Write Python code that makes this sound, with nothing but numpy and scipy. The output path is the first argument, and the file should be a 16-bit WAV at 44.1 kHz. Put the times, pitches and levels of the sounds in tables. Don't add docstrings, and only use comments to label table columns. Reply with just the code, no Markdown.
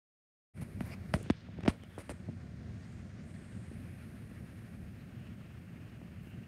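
import sys
import numpy as np
from scipy import signal
from scipy.fft import rfft, irfft
from scipy.io import wavfile
from scipy.ndimage import uniform_filter1d

SR = 44100
rng = np.random.default_rng(int(sys.argv[2]) if len(sys.argv) > 2 else 0)


def unload_wav(signal):
    wavfile.write(
        sys.argv[1],
        SR,
        np.round(np.clip(np.atleast_2d(signal).T, -1, 1) * 32767).astype(np.int16),
    )


N = 285327

# (frequency [Hz], relative level [dB])
RUMBLE_COLOUR = [(22, -50), (45, -13.5), (72, -4.5), (108, 1), (145, -4.5), (180, -3), (240, -8),
                 (290, -16.5), (360, -19.5), (470, -28), (560, -25), (720, -27.5), (900, -42.5),
                 (2000, -91)]
HISS_COLOUR = [(200, 8), (900, -4), (1700, 3), (2800, -2.5), (3500, -6.5), (5000, -12), (6000, -17.5),
               (6600, -16.5), (7950, -22), (8100, -14.5), (9200, -17.5), (10500, -22.5), (13500, -22.5),
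               (15700, -24.5)]
# (time [s], rumble gain [dB], hiss gain [dB])
AIR_FADERS = [(.55, 0.5, 2.5), (1.28, -1.7, 5), (1.38, -10.5, 2), (1.6, -1, 2.5), (1.85, -6.5, 1),
              (2.05, -6.5, 2.5), (2.2, -2.1, 1.74), (2.87, -1, 2.2), (3.6, -1.95, 3), (6.47, -3.5, 1.5)]

# (time [s], resonance [Hz], peak height [dB], cover [0 clear, 1 over the port, more is tighter])
PORT_FINGER = [(.55, 9850, 12, 1), (.86, 11300, 7.5, 1), (1.0, 12300, 0.5, .27), (1.2, 8700, 10.5, 1.4),
               (1.35, 4800, -1.5, 0.89), (1.6, 4040, -2, 0.67), (1.73, 3250, -0.5, 0.046),
               (1.94, 3300, 0, 0), (1.99, 10200, 7.5, 0.32), (2.11, 8700, 9.5, 1.3), (2.25, 7100, 2, 1.2),
               (2.6, 5600, 2, 0.7), (2.92, 7300, 7, 1.1), (3.2, 5940, 3.5, 1.1), (3.28, 8450, 8.5, 1.45),
               (3.65, 8450, 8.5, 1.65), (3.8, 10700, 10, .96), (4.7, 10800, 7, 0.79),
               (5.15, 12500, 2.5, .11)]
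# (time [s], notch [Hz], depth [dB], lift [dB])
HAND_ECHO = [(.55, 3270, 6, 5), (1.1, 3040, 6, 2.5), (1.33, 3820, -4, 0.5), (1.85, 4230, 3, -2.5),
             (2.1, 3280, 5.5, 0.5), (2.6, 2940, 4, 1), (3.75, 3400, 3.5, .5), (4.8, 3500, 5, 1),
             (5.2, 4000, 4, 1), (5.8, 3800, 5.5, 2.5), (6.3, 3800, 4.5, 4.5)]
# (time [s], depth [dB])
TILT_SCOOP = [(.55, 2), (3.9, 0.2), (5.3, 1.5), (6.0, 2), (6.3, 0.5)]

# (time [s], tick level [dB], tick cutoff [Hz], thump level [dB],
# thump pitch [Hz], lowest case resonance [Hz], hollowness [0 damped by the hand, 1 ringing])
FINGER_BUMPS = [(0.62, -47, 1200, -31, 130, 600, 0), (0.8073, -30.5, 3160, -28, 202, 640, 0.63),
                (1.1392, -17.5, 6200, -23.5, 166, 640, 0.86), (1.163, -39, 1100, -30.5, 280, 600, .3),
                (1.211, -60, 700, -39.5, 350, 600, 0), (1.26, -44, 1800, -44, 330, 600, 0.23),
                (1.3003, -20, 6200, -15.5, 239, 542, 0.66), (1.487, -46, 990, -39, 177, 600, 0.22),
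                (1.587, -40, 1000, -39, 295, 600, 0.13), (1.631, -50, 1500, -31.5, 131, 600, 0),
                (1.6558, -51, 1500, -35.5, 290, 650, 0.88), (1.661, -31, 3200, -34, 195, 600, 0.35),
                (1.6784, -18, 5800, -13.5, 231, 617, 0.16), (1.9791, -33.5, 1380, -38, 316, 560, 0.071),
                (2.0939, -33.5, 4030, -40, 260, 600, .2), (2.2858, -40, 700, -32.5, 178, 610, 0.5),
                (2.294, -46, 700, -34, 182, 620, 0.11), (3.713, -74, 500, -39, 266, 600, 0),
                (4.313, -65, 500, -39.5, 194, 600, 0), (6.015, -47, 1200, -43, 217, 600, 0),
                (6.269, -72, 500, -40, 200, 600, 0)]
# (frequency [Hz], relative level [dB])
TICK_COLOUR = [(150, -49), (400, 10.5), (650, 15.5), (1100, 4), (2000, 1), (3000, 0), (4000, -10),
               (5200, -9), (7000, -25), (9000, -28), (15000, -38)]
# (frequency [multiple of the lowest], sharpness [Q], lift [dB])
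CASE_MODES = [(1, 4.6, 4), (2.1, 3, 10), (3.03, 21, 12), (4.65, 9, 3.5), (5.75, 9.8, -19), (7.65, 10, 11.5)]

# (time [s], length [s], grit level [dB], drag level [dB], fall over the stroke [dB], grit cutoff [Hz])
RUB_STROKES = [(0.608, 0.03, -54.5, -60, -1.5, 16000), (0.804, 0.025, -51, -58, 6, 16000),
               (0.819, 0.14, -59.5, -61.5, -6.5, 16000), (1.134, 0.037, -38.5, -37, 14, 14000),
               (1.162, 0.062, -61, -52, 1.5, 12000), (1.232, 0.075, -69, -62, 0, 11000),
               (1.3, 0.01, -38.5, -36, 2, 12000), (1.606, 0.0051, -44.5, -68, 14, 14000),
               (1.631, 0.0081, -52.5, -55, -6, 7550), (1.65, 0.017, -50, -43, -2, 8000),
               (1.666, 0.017, -53.5, -43, 4, 4500), (1.678, 0.03, -30, -42, 18.5, 10400),
               (1.692, 0.098, -49.5, -47.5, 21.5, 12000), (1.835, 0.0038, -49, -46.5, 5, 13000),
               (1.979, 0.05, -49.5, -49.5, 7.5, 14000), (2.091, 0.035, -46, -44, 4.5, 14000)]
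# (frequency [Hz], relative level [dB])
GRIT_COLOUR = [(150, 9.5), (400, -15), (650, 4), (950, 0), (2200, 0), (3500, -6), (5300, -12.5),
               (7800, -18), (8600, -11), (10500, -17.5), (13000, -20), (15700, -31)]
DRAG_COLOUR = [(80, -29), (220, -0.5), (400, 0), (650, -1.5), (950, -29), (2000, -20), (6000, -73)]
# (time [s], length [s], level [dB], centre [Hz], width [octaves])
BRUSH_STROKES = [(0.616, 0.019, -69, 13000, .25), (0.855, 0.032, -66.5, 13000, 0.34),
                 (0.905, 0.047, -63, 4900, 0.14), (0.911, 0.04, -54.5, 2380, 0.18),
                 (1.167, 0.06, -69, 6150, 0.33), (1.227, 0.0054, -56, 8500, 0.42),
                 (1.335, 0.1, -72, 4460, 0.35), (1.693, 0.027, -61, 8850, 0.13),
                 (1.817, 0.042, -65, 3100, 0.14), (1.868, 0.13, -73.5, 3230, .13),
                 (1.855, 0.14, -79, 10000, 0.34), (2.82, 0.034, -72, 4300, 0.22),
                 (3.337, 0.039, -62, 1840, 0.19), (3.338, 0.03, -72.5, 4200, 0.23),
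                 (3.684, 0.43, -72.5, 2400, 0.17), (4.352, 0.04, -67, 1960, .2),
                 (4.967, 0.07, -76, 3930, .16), (5.16, 0.15, -71, 2850, 0.15),
                 (5.754, 0.025, -64, 2190, 0.4), (5.882, 0.035, -77, 4300, .25),
                 (6.227, 0.15, -69, 2790, 0.11), (6.21, 0.12, -75, 12000, 0.84)]

LEAD_S = .002


def air(rumble_db=-45, hiss_db=-63):
    rumble_fader_db, hiss_fader_db = follow(AIR_FADERS, np.arange(N) / SR)
    rumble = room_ripple(noise(RUMBLE_COLOUR), depth_db=1.0, bins=60)
    rumble = eddies(rumble, depth_db=1.14, samples=2000)
    hiss = room_ripple(noise(HISS_COLOUR), depth_db=0.68, bins=300)
    hiss = eddies(hiss, depth_db=1.3, samples=700)
    return gain_of(rumble_db + rumble_fader_db) * rumble + gain_of(hiss_db + hiss_fader_db) * hiss


def eddies(x, depth_db, samples, top_hz=5500):
    flutter = gain_of(depth_db * wander(N, samples))
    lows = irfft(rfft(x) / (1 + (np.fft.rfftfreq(N, 1 / SR) / top_hz) ** 4), N)
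    return x + lows * (flutter - 1)


def room_ripple(x, depth_db, bins):
    spectrum = rfft(x)
    ripple = gain_of(depth_db * wander(len(spectrum), bins))
    return unit_rms(irfft(spectrum * ripple, N))


def shaded_port(x, muffle_db=12.5, shelf_octaves=0.86, lift_ratio=0.715, scoop_hz=1750):
    hz, t, spectra = signal.stft(x, SR, nperseg=512, noverlap=384)
    hz = hz[:, None] + 1
    gap_hz, ring_db, cover = follow(PORT_FINGER, t)
    notch_hz, notch_db, lift_db = follow(HAND_ECHO, t)
    scoop_db, = follow(TILT_SCOOP, t)
    shelf = .5 + .5 * np.tanh((np.log2(hz / gap_hz) - shelf_octaves) / 0.4)
    finger_db = ring_db * bell(hz, gap_hz, octaves=0.23) - cover * muffle_db * shelf
    ridge_db = lift_db * bell(hz, lift_ratio * notch_hz, octaves=0.16)
    hand_db = ridge_db - notch_db * bell(hz, notch_hz, octaves=0.35)
    tilt_db = -scoop_db * bell(hz, scoop_hz, octaves=0.35)
    shaded = spectra * gain_of(finger_db + hand_db + tilt_db)
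    return signal.istft(shaded, SR, nperseg=512, noverlap=384)[1][:N]


def bumps(press_s=0.00052, thump_octaves=0.43, low_cut_hz=70, rock_hz=85, rock_db=-9):
    out, hz = np.zeros(N), np.fft.rfftfreq(2 ** 13, 1 / SR)
    low_cut = hz ** 2 / (hz ** 2 + low_cut_hz ** 2)
    rock = bell(hz, rock_hz, octaves=0.52)
    for start_s, tick_db, top_hz, thump_db, pitch_hz, case_hz, hollow in FINGER_BUMPS:
        tick = low_cut * gain_of(read_colour(TICK_COLOUR, hz)) * rolloff(hz, top_hz)
        tick = tick * case_ring(hz, case_hz, hollow)
        hump = 1 / (1 + (np.log2((hz + 1) / pitch_hz) / thump_octaves) ** 2)
        thump = low_cut * hump / (1 + (hz / (3 * pitch_hz)) ** 4)
        layers = (0, tick_db, tick), (press_s, thump_db, thump), (press_s, tick_db + rock_db, rock)
        for delay_s, level_db, colour in layers:
            add(out, start_s + delay_s - LEAD_S, gain_of(level_db) * bending_pulse(colour, hz))
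    return out


def case_ring(hz, case_hz, hollow):
    response = 1
    for ratio, q, lift_db in CASE_MODES:
        mode_hz = ratio * case_hz
        detune = hz / mode_hz - mode_hz / (hz + 1)
        response = response * (1 + (gain_of(hollow * lift_db) - 1) / (1 + 1j * q * detune))
    return response


def bending_pulse(colour, hz, lag_cycles=0.98):
    phase_cycles = lag_cycles * np.log(hz + 1) + LEAD_S * hz
    pulse = irfft(colour * np.exp(-2j * np.pi * phase_cycles))
    pulse = pulse[:len(pulse) // 2]
    pulse *= np.minimum(np.arange(len(pulse)) / (LEAD_S * SR), 1) ** 2
    return pulse / abs(pulse).max()


def rubs():
    out = np.zeros(N)
    grit = stick_slip(noise(GRIT_COLOUR), depth_db=1.5, samples=50)
    drag = noise(DRAG_COLOUR)
    for start_s, length_s, grit_db, drag_db, fall_db, top_hz in RUB_STROKES:
        span = slice(round(start_s * SR), round((start_s + length_s) * SR))
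        n = len(grit[span])
        dulled_grit = irfft(rfft(grit[span]) * rolloff(np.fft.rfftfreq(n, 1 / SR), top_hz), n)
        stroke = gain_of(grit_db) * dulled_grit + gain_of(drag_db) * drag[span]
        envelope = gain_of(-fall_db * np.linspace(0, 1, n)) * signal.windows.tukey(n, .3)
        add(out, start_s, envelope * stroke)
    return out


def brushes():
    out = np.zeros(N)
    hiss = stick_slip(rng.standard_normal(N), depth_db=3.0, samples=130)
    for start_s, length_s, level_db, centre_hz, octaves in BRUSH_STROKES:
        stroke = hiss[round(start_s * SR):][:round(length_s * SR)]
        n = len(stroke)
        band = bell(np.fft.rfftfreq(n, 1 / SR), centre_hz, octaves)
        whisper = unit_rms(irfft(rfft(stroke) * band, n))
        add(out, start_s, gain_of(level_db) * signal.windows.tukey(n, .5) * whisper)
    return out


def stick_slip(x, depth_db, samples):
    grains = unit_rms(uniform_filter1d(rng.standard_normal(N), samples))
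    return unit_rms(x * gain_of(depth_db * grains))


def noise(colour):
    gain = gain_of(read_colour(colour, np.fft.rfftfreq(N, 1 / SR)))
    return unit_rms(irfft(rfft(rng.standard_normal(N)) * gain, N))


def wander(n, width):
    return unit_rms(uniform_filter1d(uniform_filter1d(rng.standard_normal(n), width), width))


def bell(hz, centre_hz, octaves):
    return np.exp(-.5 * (np.log2((hz + 1) / centre_hz) / octaves) ** 2)


def rolloff(hz, top_hz):
    return 1 / np.hypot(1, (hz / top_hz) ** 4)


def read_colour(colour, hz):
    points_hz, level_db = np.transpose(colour)
    return np.interp(np.log(hz + 1), np.log(points_hz + 1), level_db)


def follow(rows, t):
    times, *lanes = np.transpose(rows)
    return [np.interp(t, times, lane) for lane in lanes]


def add(mix, start_s, sound):
    part = mix[round(start_s * SR):][:len(sound)]
    part += sound[:len(part)]


def gain_of(db):
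    return 10 ** (np.asarray(db) / 20)


def unit_rms(x):
    return x / np.sqrt(np.mean(x ** 2) + 1e-20)


def scene():
    return (shaded_port(air() + rubs()) + bumps() + brushes())[None]


def record(dry, open_s=0.5365, fade_s=0.039, low_cut_hz=36, high_cut_hz=15740):
    fade_in = np.clip((np.arange(N) / SR - open_s) / fade_s, 0, 1)
    low_cut = signal.butter(4, low_cut_hz, "high", fs=SR, output="sos")
    high_cut = signal.firwin(511, high_cut_hz, window=("kaiser", 9), fs=SR)
    return signal.oaconvolve(signal.sosfilt(low_cut, dry * fade_in), high_cut[None], "same")


dry = scene()
out = record(dry)
unload_wav(out)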